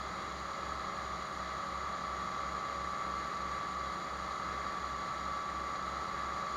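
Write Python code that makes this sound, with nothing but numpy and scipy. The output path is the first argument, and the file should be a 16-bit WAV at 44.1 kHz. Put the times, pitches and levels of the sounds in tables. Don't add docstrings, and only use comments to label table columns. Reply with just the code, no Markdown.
import sys
import numpy as np
from scipy import signal
from scipy.fft import rfft, irfft
from scipy.io import wavfile
from scipy.ndimage import uniform_filter1d

SR = 44100
rng = np.random.default_rng(int(sys.argv[2]) if len(sys.argv) > 2 else 0)


def output_pcm(signal):
    pcm = np.clip(np.atleast_2d(signal).T, -1, 1) * 32767
    wavfile.write(sys.argv[1], SR, np.round(pcm).astype(np.int16))


N = 289296

# time_s, engine_cycle_hz, whine_level_db
ENGINE_RUN = [(0.0, 11.296, -49.9), (0.5, 11.303, -48.5), (1.2, 11.3, -47.9), (1.6, 11.326, -45.6),
              (2.1, 11.324, -42.0), (3.1, 11.338, -42.8), (3.8, 11.315, -41.4), (4.2, 11.29, -46.3),
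              (4.8, 11.316, -42.0), (5.6, 11.326, -41.0), (5.95, 11.338, -44.6), (6.56, 11.308, -41.4)]
# multiple_of_engine_cycle, level_db
ENGINE_ORDERS = [(6, -56.0), (12, -65.0), (13, -68.0), (14, -69.0), (15, -65.0), (16, -61.0), (18, -62.0),
                 (29, -66.0), (45, -69.0), (49, -68.0), (52, -67.0), (55, -67.0), (56, -59.0), (60, -67.0),
                 (63, -68.0), (66, -62.0), (67, -67.0), (69, -61.0), (71, -62.0), (74, -68.0), (75, -64.0),
                 (81, -65.0), (90, -67.0), (93, -60.0), (95, -65.0), (96, -58.0), (97, -63.0), (99, -57.0),
                 (103, -59.0), (105, -58.0), (107, -63.0), (108, -54.0), (109, -62.0), (110, -60.0),
                 (111, -55.0), (112, -61.0), (113, -63.0), (115, -58.0), (117, -57.0), (123, -61.0),
                 (124, -66.0)]
# multiple_of_pump_rate, level_db
PUMP_RIPPLE = [(1, -73), (3, -59), (6, -65), (7, -55), (8, -64), (9, -70)]
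# pitch_hz, level_db
DRONE_TONES = [(65.025, -58), (130.05, -73), (184.75, -61), (260.1, -73)]
# frequency_hz, relative_db
ROAR_SHAPE = [(20, -22.5), (55, -15), (85, -11.5), (240, -13), (330, -9), (490, -13), (565, -9.5),
              (670, -13.5), (1010, -10), (1250, -3), (1320, -2.5), (1430, -14.5), (1590, -12.5),
              (1690, -8.5), (1890, -13), (2020, -8.5), (2300, -19), (2700, -27.5), (3500, -58)]
# frequency_hz, relative_db
CORN_SHAPE = [(1800, -26), (2700, -17), (2830, -3.5), (3000, -9.5), (3440, 0), (3530, -9), (3620, -4.5),
              (3720, -7.5), (3840, 1.5), (3950, -1.5), (4100, 1), (4260, -5), (4540, -1), (5350, -14.5),
              (5660, -8.5), (6050, -14), (6300, -8.5), (6480, -11), (6800, -2), (7450, -17), (8500, -38)]
# frequency_hz, relative_db
TOP_HISS_SHAPE = [(6500, -26), (7600, 3), (8500, 1), (10100, -6.5), (10950, -1), (12200, -16), (15700, -17)]
# pitch_hz, level_db
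HIGH_TONES = [(12677.7, -104), (12756.7, -96), (12835.7, -96), (12914.7, -106)]
# centre_hz, width_hz
PORT_NOTCHES_HZ = [(7880, 440), (7980, 450)]
# centre_hz, width_hz, level_db
HOUSING_RINGS = [(558.3, 11, -65.5), (636, 8, -68.5), (1228, 14, -62.5), (1260, 12, -60.5), (1278, 8, -61),
                 (1301, 11, -60), (1334, 8, -64)]

FIRING_ORDER, WHINE_ORDER, PUMP_ORDER = 6, 102, 16.414
KNOCK_AT_CYCLES = .548
KNOCK_FROM_ORDER, KNOCK_SCATTER_WAVES = 90, .17
PUMP_LEAD_PULSES = .107
DRONE_CANCELS_S = .2
ROAR_DB, CLATTER_DB = -45, -51
CORN_DB, TOP_HISS_DB = -53.5, -71
KERNELS_PER_S, KERNEL_SPREAD_DB = 9000, 2
SCREW_HZ, SCREW_SWING_DB = 6.0, .3
TOP_HZ = 15700


def undb(db):
    return 10 ** (np.asarray(db) / 20)


def level(x, db):
    return x * undb(db) / np.sqrt(np.mean(x ** 2))


def colour(x, points):
    hz, db = np.transpose(points)
    bins_hz = np.maximum(np.arange(N // 2 + 1) * SR / N, 1)
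    gain = undb(np.interp(np.log(bins_hz), np.log(hz), db))
    return irfft(rfft(x) * gain, N)


def walk(rate_hz):
    hold = int(SR / rate_hz)
    steps = np.repeat(rng.standard_normal(N // hold + 1), hold)
    smooth = uniform_filter1d(uniform_filter1d(steps, hold), hold)
    return np.sqrt(2) * smooth[:N]


def tone(cycles, db):
    return np.sqrt(2) * undb(db) * np.sin(2 * np.pi * cycles)


def gear_whine(cycles, whine_db):
    return tone(WHINE_ORDER * (cycles - KNOCK_AT_CYCLES), whine_db + 0.7 * walk(11))


def engine_orders(cycles, wavers):
    out = np.zeros(N)
    for k, (order, db) in enumerate(ENGINE_ORDERS):
        depth_db = 2.3 * min(order / KNOCK_FROM_ORDER, 1) ** 2
        start = rng.random() * (order != FIRING_ORDER)
        if order >= KNOCK_FROM_ORDER:
            start = KNOCK_SCATTER_WAVES * walk(.7) - order * KNOCK_AT_CYCLES
        out += tone(order * cycles + start, db + depth_db * wavers[k % len(wavers)])
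    return out


def hydraulic_pump(cycles, wavers):
    pulses = PUMP_ORDER * cycles + PUMP_LEAD_PULSES
    return sum(tone(multiple * pulses, db + 1.7 * wavers[k])
               for k, (multiple, db) in enumerate(PUMP_RIPPLE))


def clatter(cycles):
    size = int(SR / ENGINE_RUN[0][1])
    multiples = rfft(rng.standard_normal(size))
    multiples[[WHINE_ORDER] + [int(order) for order, _ in ENGINE_ORDERS]] = 0
    pattern = irfft(multiples, size)
    knocks = np.interp(cycles % 1 * len(pattern), np.arange(len(pattern)), pattern)
    return level(colour(knocks, ROAR_SHAPE), CLATTER_DB)


def roar():
    noise = rng.standard_normal(N) * undb(0.65 * walk(9))
    return level(colour(noise, ROAR_SHAPE), ROAR_DB)


def tractor(cycles, whine_db):
    wavers = [walk(2.577) for _ in range(6)]
    locked = gear_whine(cycles, whine_db) + engine_orders(cycles, wavers) + hydraulic_pump(cycles, wavers)
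    return locked + clatter(cycles) + roar()


def housing():
    out = np.zeros(N)
    for hz, width_hz, db in HOUSING_RINGS:
        b, a = signal.iirpeak(hz, hz / width_hz, fs=SR)
        out += level(signal.lfilter(b, a, rng.standard_normal(N)), db)
    return out


def drone(t, cycles):
    opposed = FIRING_ORDER * np.interp(DRONE_CANCELS_S, t, cycles) + .5
    return sum(tone(hz * (t - DRONE_CANCELS_S) + opposed, db + .4 * walk(3.4)) for hz, db in DRONE_TONES)


def corn(gulp_db):
    chance, force = rng.random((N, 2)).T
    hits = (chance < KERNELS_PER_S / SR) * rng.standard_normal(N)
    hits = hits * undb(-KERNEL_SPREAD_DB * np.log(1 - force))
    stream = level(hits, -4) + rng.standard_normal(N)
    stream = stream * undb(.2 * walk(18) + gulp_db)
    return level(colour(stream, CORN_SHAPE), CORN_DB)


def top_hiss(swing_db):
    noise = rng.standard_normal(N) * undb(.4 * walk(25) + swing_db)
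    return level(colour(noise, TOP_HISS_SHAPE), TOP_HISS_DB)


def high_tones(t):
    return sum(tone(hz * t + rng.random(), db) for hz, db in HIGH_TONES)


def scene():
    t = np.arange(N) / SR
    time_s, cycle_hz, whine_db = np.transpose(ENGINE_RUN)
    cycles = np.cumsum(np.interp(t, time_s, cycle_hz)) / SR
    engine = tractor(cycles, np.interp(t, time_s, whine_db))
    gulp_db = SCREW_SWING_DB * np.sin(2 * np.pi * SCREW_HZ * t)
    hisses = corn(gulp_db) + top_hiss(gulp_db)
    return (engine + housing() + drone(t, cycles) + hisses + high_tones(t))[None]


def record(dry):
    heard = dry
    for hz, width_hz in PORT_NOTCHES_HZ:
        b, a = signal.iirnotch(hz, hz / width_hz, fs=SR)
        heard = signal.lfilter(b, a, heard)
    low_pass = signal.ellip(14, .2, 70, TOP_HZ, fs=SR, output="sos")
    return signal.sosfilt(low_pass, heard)


dry = scene()
out = record(dry)
output_pcm(out)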